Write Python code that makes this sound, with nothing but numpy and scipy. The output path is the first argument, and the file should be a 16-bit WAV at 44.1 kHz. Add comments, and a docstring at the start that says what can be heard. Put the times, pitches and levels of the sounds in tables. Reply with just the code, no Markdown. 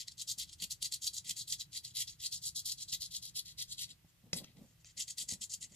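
"""A small flat tag scratches the coating off a card on a stone counter, in quick back-and-forth strokes:
random clicks of torn coating ring in card and tag. The strokes work leftward along a row; then the hand
lifts, sweeps the crumbs off with dull rubs (soft noise), bumps (ringing tones) and knocks (rattling noise),
and starts the next row. A phone hangs close above, in a quiet room with rumble, a low hum and faint air hiss."""
import sys
import numpy as np
from scipy import signal
from scipy.fft import rfft, irfft, next_fast_len
from scipy.io import wavfile
from scipy.ndimage import uniform_filter1d, map_coordinates

SR = 44100
rng = np.random.default_rng(int(sys.argv[2]) if len(sys.argv) > 2 else 0)


def materialize(psi):
    """Save the field psi as 16-bit PCM at rate SR to the path in sys.argv[1].

    A 1-D psi becomes a single channel; in a 2-D psi each row is a channel.
    """
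    bounded = np.clip(np.atleast_2d(psi).T, -1, 1)
    quanta = np.round(bounded * 32767).astype(np.int16)
    wavfile.write(sys.argv[1], SR, quanta)


N = 253575  # length in samples

# Rumble of the room and shaking of the counter. Each row: time in seconds, level in dB before it wavers.
RUMBLE_LEVEL = [(0, -67.5), (3.8, -65.5), (4.1, -71), (4.9, -70), (5.1, -69), (5.75, -69)]
# Tone of that rumble. Each row: pitch in Hz, relative strength in dB per Hz.
RUMBLE_TONE = [(24, -41), (40, 0.5), (124, 3.5), (181, -1.5), (226, -15.5), (279, -18), (330, -14.5),
               (430, -52), (730, -120)]
# Tone of the air hiss. Each row: pitch in Hz, relative strength in dB per Hz.
AIR_TONE = [(150, -34), (250, -9), (716, -14.5), (1730, -14.5), (1950, -11), (2310, -15), (2510, -11),
            (9580, -17), (14400, -15)]
# The hand rubs over card and stone. Each row: start in seconds, length in seconds, level in dB before it wavers.
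RUBS = [(0.605, 0.068, -60.5), (1.245, 0.053, -66), (3.868, .08, -68.5), (4.222, 0.091, -62.5),
        (4.32, 0.13, -49.5), (4.45, 0.09, -67), (4.554, 0.12, -56), (4.674, 0.065, -70.5),
        (4.957, 0.071, -69), (5.202, 0.044, -63.5), (5.265, 0.12, -59), (5.38, 0.064, -69),
        (5.584, 0.11, -70.5), (5.711, 0.042, -65.5)]
# Tone of the rubs. Each row: pitch in Hz, relative strength in dB per Hz.
RUB_TONE = [(60, -18), (130, -5), (210, -0.5), (330, -16.5), (560, -17), (800, -25), (1500, -40.5)]
# Hand and card bump the counter. Each row: time in seconds, strength in dB.
BUMPS = [(.376, -54), (.622, -48.5), (1.302, -51), (1.515, -66), (2.929, -51.5), (4.046, -51), (4.331, -37),
         (4.337, -43), (5.323, -41.5)]
# Notes that ring in the bumped counter. Each row: pitch in Hz, strength in dB, seconds to die away by 60 dB.
COUNTER_NOTES = [(99, 3, 0.058), (168.7, -0.5, 0.11), (236, -10.5, 0.055), (319, -11, 0.031),
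                 (614, -13, 0.052), (800, -4.5, 0.027)]
# The tag lands on the card. Each row: time in seconds, level in dB, seconds of rattle before it dies away.
KNOCKS = [(4.3304, -29, 0.0033), (4.4433, -48, 0.0013), (4.8454, -52, 0.00072)]
# Tone of the knocks. Each row: pitch in Hz, relative strength in dB per Hz.
KNOCK_TONE = [(240, -25), (400, -8.5), (1080, -14), (2650, -7), (4320, -7.5), (6000, 1.5), (8960, -28),
              (10400, -24), (14000, -36)]
# Strokes and light slides. Each row: start in seconds, length in seconds, level halfway in dB,
# swell from start to end in dB, fullness of the dull low edge near 2 kHz in dB.
STROKES = [(0.0, 0.023, -42.5, -5, 11), (0.083, 0.0098, -51.5, -24.5, 4), (0.102, 0.018, -61.5, 23, -10),
           (0.18, 0.04, -44, 12.0, 3), (0.281, 0.037, -37, 2.5, -11.5), (0.388, 0.041, -37.5, -0.5, 5.5),
           (0.475, 0.021, -58.5, 17.5, 2), (0.513, 0.023, -55, 9.5, -6), (0.587, 0.051, -46.0, 27.5, 9),
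           (0.71, 0.014, -36, 0.0, -3.5), (0.822, 0.041, -36, 2, 4.5), (0.924, 0.028, -37, -2.5, -1.5),
           (1.021, 0.059, -38.5, 10, -5.5), (1.135, 0.049, -41.9, 8.0, -10),
           (1.247, 0.063, -44.0, 20.0, 12.5), (1.368, 0.053, -41, 2, -4.5), (1.479, 0.06, -39, 12.5, -3.5),
           (1.586, 0.026, -45.5, 22.5, -6), (1.721, 0.054, -44.5, 20.5, 7),
           (1.847, 0.072, -51, -20.5, -2.5), (1.954, 0.067, -36, 5.5, 4), (2.08, 0.071, -53, -24.5, -1),
           (2.197, 0.067, -43, 19.5, 7), (2.325, 0.056, -41, -13.5, -12), (2.423, 0.058, -39, 13.5, -8),
           (2.56, 0.044, -38.5, -5.5, -20), (2.656, 0.068, -37, -0.5, -6.5),
           (2.779, 0.051, -45.5, 11.5, -5), (2.886, 0.033, -46, -8.5, -7), (2.927, 0.029, -35.5, -8.5, 3.5),
           (3.01, 0.052, -41, -3.5, -7.7), (3.112, 0.059, -42, 13, -1), (3.227, 0.065, -47, -4.5, -5),
           (3.357, 0.038, -37.5, 3, -1.5), (3.458, 0.06, -50.5, -3, 7), (3.585, 0.04, -39, 5, 6.5),
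           (3.68, 0.051, -48, 20, -4), (3.782, 0.058, -40, 4.5, 5.5), (3.883, 0.031, -53.5, 13, 13),
           (4.09, 0.01, -68.5, -2, -6), (4.339, 0.049, -43.5, 9, 1), (4.436, 0.086, -66, -15, 35),
           (4.567, 0.034, -72, 0, 17), (4.633, 0.1, -73, -1, 0), (4.8, 0.016, -69, -1, 7),
           (4.856, 0.056, -59.5, -4.0, 5), (4.976, 0.046, -39, 9, 3.5), (5.081, 0.036, -42.5, 1, 1),
           (5.181, 0.045, -38.5, 2, 1), (5.29, 0.053, -39.5, -5.5, -2.5), (5.418, 0.029, -39.9, -2.5, -6.5),
           (5.501, 0.044, -42, 10, -9), (5.614, 0.032, -45.5, 3, 2), (5.7, 0.059, -59.5, 11, 7.5)]
# The edge catches on a ridge of coating. Each row: time in seconds, peak of the loudness curve in dB.
TICKS = [(0.121, -52), (0.496, -52), (0.529, -47.5), (0.623, -37), (0.966, -46), (1.775, -40), (2.836, -46),
         (2.93, -42), (3.253, -39), (3.2969, -48), (4.57, -60), (5.336, -39)]
# Tone of the scraped card. 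Each row: pitch in Hz, relative strength in dB per Hz.
RASP_TONE = [(880, -61.5), (1500, -59.5), (1760, -36.5), (1960, -19), (2460, -19.5), (2940, -9), (3210, -4),
             (3950, -2), (6230, -3.5), (7180, -0.5), (8360, -6.5), (10000, -7), (14500, -18)]
# Notes of the tag that ring in the scrape. Each row: pitch in Hz, width in Hz, strength in dB.
TAG_NOTES = [(1880, 260, -4), (3170, 220, -24), (4490, 540, -4.5), (7390, 870, -9)]
# How much of the scrape both sound ports of the phone share. Each row: pitch in Hz, share from 0 to 1.
ALIKE = [(2000, 0.49), (4000, 0.81), (8000, 0.64), (13000, 0.2)]
# Colour of the scrape as the tag moves along the card, against the level near 7 kHz.
# Each row: time in seconds, extra near 4 kHz in dB, extra near 13 kHz in dB.
CARD_COLOUR = [(0, 2.5, 1), (.5, 2.5, 3.5), (.8, -2.5, -1), (1.6, 0, 2.5), (2.5, 1.5, 3.5), (3, 4.5, 6.5),
               (3.85, 7, 5), (4.35, -5, 9.5), (4.48, 15, 10), (4.65, -12, 4), (4.88, -9, -16),
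               (5.1, -5.5, -5), (5.75, -12.5, -6)]
# The pitches where the colour of the scrape is set. Each entry: pitch in Hz.
TILT_HZ = [2200, 4000, 7200, 13000]
# Where the tag is along the row. Each row: time in seconds, samples by which the right channel lags,
# dB by which the left channel is louder.
PLACE = [(0, 0, 1.5), (1.2, 0.48, 1), (1.55, 1.36, 0.8), (2, 2, 1), (2.8, 2, 1.5), (3, 2, 1.5),
         (3.9, 5, 2.2), (4.4, 4.5, 2.5), (4.8, 0.5, 1.5), (5.75, 0.13, 0.5)]
# The phone's body turns the phase at the right port. Each row: pitch in Hz, turn in radians.
SHADE = [(3000, 0.21), (3900, 0.75), (4400, -0.79), (6000, -0.032), (9000, 0.3)]

HUM_HZ, HUM_DB, AIR_DB = 118.5, -78.5, -71
ROOM_T60_S, ROOM_DB, ROOM_ALIKE = 0.11, -8.5, 0.45  # seconds to fall by 60 dB; level; share from 0 to 1
SOFT_HZ = 497  # flesh and card cushion each bump above this pitch
KNOCK_T60_S, TICK_T60_S = 0.016, 0.013
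BOUNCE_HZ, BOUNCE_GAIN = 655.2, 0.23  # sound bounces between counter and phone
GRAINS_PER_S, GRAIN_SPREAD_DB = 7000, 3
JUDDER_DB, JUDDER_HZ = 1, 100
SLIPS_PER_S, SLIP_DB, SLIP_T60_S = 110, -2.5, 0.035  # the edge sticks, then lets go with a jolt
PATCH_DB, PATCH_HZ = 2.5, 31  # each band of the scrape swells on its own
RISE_DB_PER_S, FALL_DB_PER_S = 1800, 1111
RASP_PER_DULL, HISS_PER_DULL = 0.084, 0.25  # a fuller low edge also rasps and hisses more: dB per dB
HISS_PER_LEVEL, FIRM_DB = 0.52, -40  # strokes softer than a firm one hiss less: dB per dB
CUTOFF_HZ = 14450

SIZE = next_fast_len(N + SR // 2)  # the sound plus spare room for tails
HZ = np.maximum(np.arange(SIZE // 2 + 1) * SR / SIZE, 1)
T = np.arange(N) / SR


def amp(db):
    """Turn decibels into a gain."""
    return 10 ** (np.asarray(db) / 20)


def rms_one(x):
    """Scale a signal to unit power."""
    return x / np.sqrt(np.mean(x ** 2) + 1e-20)


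def in_time(rows):
    """Read the columns of a table at every sample, joining its rows by straight lines."""
    seconds, *columns = np.transpose(rows)
    return [np.interp(T, seconds, column) for column in columns]


def at_hz(points):
    """Read a pitch table at every frequency of the transform."""
    hz, values = np.transpose(points)
    return np.interp(np.log(HZ), np.log(np.maximum(hz, 1)), values)


def shaped(x, response):
    """Filter a signal by a complex frequency response."""
    return irfft(rfft(x, SIZE) * response, SIZE)[..., :N]


def causal(spectrum):
    """Make a minimum-phase filter from a tone table, so that no grain sounds early."""
    cepstrum = irfft(np.log(amp(at_hz(spectrum))), SIZE)
    # fold the half that lies before time zero onto the half after it
    cepstrum[1:SIZE // 2] *= 2
    cepstrum[SIZE // 2 + 1:] = 0
    return np.exp(rfft(cepstrum))


def drift(rate_hz):
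    """Wander slowly by chance, with a spread of 1: noise smoothed twice."""
    r = np.exp(-2 * np.pi * rate_hz / SR)
    smooth = signal.lfilter([1], [1, -2 * r, r * r], rng.standard_normal(N + SR // 2))
    return rms_one(smooth[SR // 2:])  # drop the half second in which the filter settles


def burst(start, peak_db, t60, hold=0.):
    """Loudness curve that starts at once, holds and dies away."""
    return amp(peak_db - 60 * np.maximum(T - start - hold, 0) / t60) * (T >= start)


def noise(spectrum, alike):
    """Coloured stereo noise, partly shared by the two ports."""
    mid, side = rng.standard_normal((2, N))
    opposite = side * np.array([[1], [-1]])
    pair = np.sqrt(1 + alike) * mid + np.sqrt(1 - alike) * opposite
    return rms_one(shaped(pair, amp(at_hz(spectrum))))


def background():
    """Wavering low rumble, a wavering mains hum and steady faint air hiss."""
    rumble = amp(in_time(RUMBLE_LEVEL)[0] + 1.2 * drift(6.7)) * noise(RUMBLE_TONE, alike=0.84)
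    hum = amp(HUM_DB + 2.0 * drift(6)) * np.sqrt(2) * np.sin(2 * np.pi * HUM_HZ * T)
    return rumble + hum + amp(AIR_DB) * noise(AIR_TONE, alike=0.1)


def room(x):
    """Many dense echoes make a short fading tail, partly shared by the two ports."""
    t = np.arange(SR // 4) / SR
    fade = amp(-60 * t / ROOM_T60_S) * (t > .003)  # the first echoes arrive after 3 ms
    left, other = rng.standard_normal((2, len(t))) * fade
    right = ROOM_ALIKE * left + np.sqrt(1 - ROOM_ALIKE ** 2) * other
    tail = np.array([left, right]) / np.linalg.norm(left)
    return amp(ROOM_DB) * shaped(x, rfft(tail, SIZE))


def struck(events, notes):
    """Each blow sets every note ringing, and each note dies away at its own pace."""
    out = np.zeros(N)
    seconds, strength_db = np.transpose(events)
    for hz, level_db, t60 in notes:
        clicks = np.full(N, 1e-18)  # a tiny floor instead of silence
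        clicks[np.round(seconds * SR).astype(int)] = amp(strength_db + level_db)
        r = amp(-60 / (t60 * SR))
        w = 2 * np.pi * hz / SR
        out += signal.lfilter([0, np.sin(w)], [1, -2 * r * np.cos(w), r * r], clicks)
    return out


def rubs():
    """Skin sliding over card and stone gives dull noise that swells, fades and wavers."""
    swell = np.zeros(N)
    for start, length, db in RUBS:
        # -1 at the start and 1 at the end; the fades reach a little beyond both
        position = np.clip(2 * (T - start) / length - 1, -1.4, 1.4)
        swell += amp(db) * np.cos(np.pi / 2 * position / 1.4) ** 2
    return swell * amp(3.15 * drift(27)) * noise(RUB_TONE, alike=0.85)


def bumps():
    """Cushioned blows ring in the counter."""
    stiff = (1j * HZ / (90 + 1j * HZ)) ** 2  # stone barely moves at the lowest pitches
    cushion = 1 / (1 + 1j * HZ / SOFT_HZ) ** 2
    return shaped(struck(BUMPS, COUNTER_NOTES), stiff * cushion)


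def flutter():
    """Repeated bounces between counter and phone put peaks at the multiples of one frequency."""
    return 1 / (1 - BOUNCE_GAIN * np.exp(-2j * np.pi * HZ / BOUNCE_HZ))


def knocks():
    """The tag lands flat with a few milliseconds or less of dense rattle, which then dies away."""
    envelope = sum(burst(start, db, KNOCK_T60_S, hold) for start, db, hold in KNOCKS)
    rattle = rng.standard_normal(N) * envelope
    response = causal(KNOCK_TONE) * flutter()
    return shaped(rattle, response / np.sqrt(np.mean(np.abs(response) ** 2)))


def grains():
    """Flakes of coating tear off at random: two unrelated trains of uneven clicks."""
    extra_db = GRAIN_SPREAD_DB * np.minimum(rng.exponential(1, (2, N)), 5)
    sizes = amp(extra_db) * rng.choice([-1, 1], (2, N))
    return sizes * (rng.random((2, N)) < GRAINS_PER_S / SR)


def ringing_grains():
    """Grains ring in card and tag and reach two ports that hear partly the same clicks."""
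    rings = 1 + sum(amp(db) / (1 + 2j * (HZ - hz) / width) for hz, width, db in TAG_NOTES)
    share = at_hz(ALIKE)
    near, other = rfft(grains(), SIZE)
    ports = np.array([near, share * near + np.sqrt(1 - share ** 2) * other])
    return ports * causal(RASP_TONE) * rings * flutter()


def strokes():
    """Each stroke rises fast, swells or fades evenly while it lasts and dies away more slowly."""
    gain = np.zeros(N)
    for start, length, db, swell_db, _ in STROKES:
        level_db = db + swell_db * (np.clip((T - start) / length, 0, 1) - .5)
        level_db -= RISE_DB_PER_S * np.maximum(start - T, 0)
        level_db -= FALL_DB_PER_S * np.maximum(T - start - length, 0)
        gain = np.maximum(gain, amp(level_db))
    return gain


def judder():
    """Uneven pressure, with sudden slips that die away; the hand keeps the mean force."""
    jolts = np.minimum(rng.exponential(1, N), 2) * (rng.random(N) < SLIPS_PER_S / SR)
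    slips = signal.lfilter([1], [1, -amp(-60 / (SLIP_T60_S * SR))], jolts)
    pressure = amp(JUDDER_DB * drift(JUDDER_HZ))
    force = pressure * (1 + amp(SLIP_DB) * uniform_filter1d(slips, size=200))
    return force / np.sqrt(uniform_filter1d(force ** 2, size=SR // 30))


def colour():
    """Gain in dB at each tilt pitch: the stroke's own colour on top of the slow change along the card."""
    start, length, level_db, _, dull_db = np.transpose(STROKES)
    level_db, dull_db = in_time(np.c_[start + length / 2, level_db, dull_db])
    rasp_db, hiss_db = in_time(CARD_COLOUR)
    rasp_db = rasp_db + RASP_PER_DULL * dull_db
    hiss_db = hiss_db + HISS_PER_DULL * dull_db + HISS_PER_LEVEL * (level_db - FIRM_DB)
    return np.array([dull_db, rasp_db, 0 * T, hiss_db])


def scrape():
    """The moving edge drives the grains: its tilt colours each stroke, and judder and ridges shape the level."""
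    ports = ringing_grains()
    tilt = colour()
    centres = np.geomspace(TILT_HZ[0], TILT_HZ[-1], 9)
    out, power = 0, 0
    for hz, alone in zip(centres, np.eye(len(centres))):
        band = irfft(ports * np.interp(np.log(HZ), np.log(centres), alone), SIZE)[:, :N]
        # how much each tilt pitch counts in this band
        weights = [np.interp(np.log(hz), np.log(TILT_HZ), row) for row in np.eye(len(TILT_HZ))]
        gain = amp(weights @ tilt + PATCH_DB * drift(PATCH_HZ))
        out = out + band * gain
        power = power + np.mean(band ** 2) * gain ** 2
    even = out / np.sqrt(2 * power)  # tilt changes colour, not level
    ticks = sum(burst(start, peak_db, TICK_T60_S) for start, peak_db in TICKS)
    played = even * (judder() * strokes() + ticks)
    no_bass = signal.butter(6, 1700, "high", fs=SR, output="sos")  # a small card radiates no bass
    return signal.sosfilt(no_bass, played)


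def placed(pair):
    """The nearer port hears the tag earlier and louder."""
    lag, pan_db = in_time(PLACE)
    turned = shaped(pair[1], np.exp(1j * at_hz(SHADE)))
    right = map_coordinates(turned, [np.arange(N) - lag], order=3)
    return np.array([pair[0] * amp(pan_db / 2), right * amp(-pan_db / 2)])


def scene():
    """Tag and hand on the counter, in the room."""
    tag = placed(scrape() + knocks())
    return background() + room(tag) + rubs() + bumps() + tag


def record(dry):
    """The top of the sound is cut steeply."""
    return signal.sosfilt(signal.ellip(6, .5, 50, CUTOFF_HZ, fs=SR, output="sos"), dry)


dry = scene()
out = record(dry)
materialize(out)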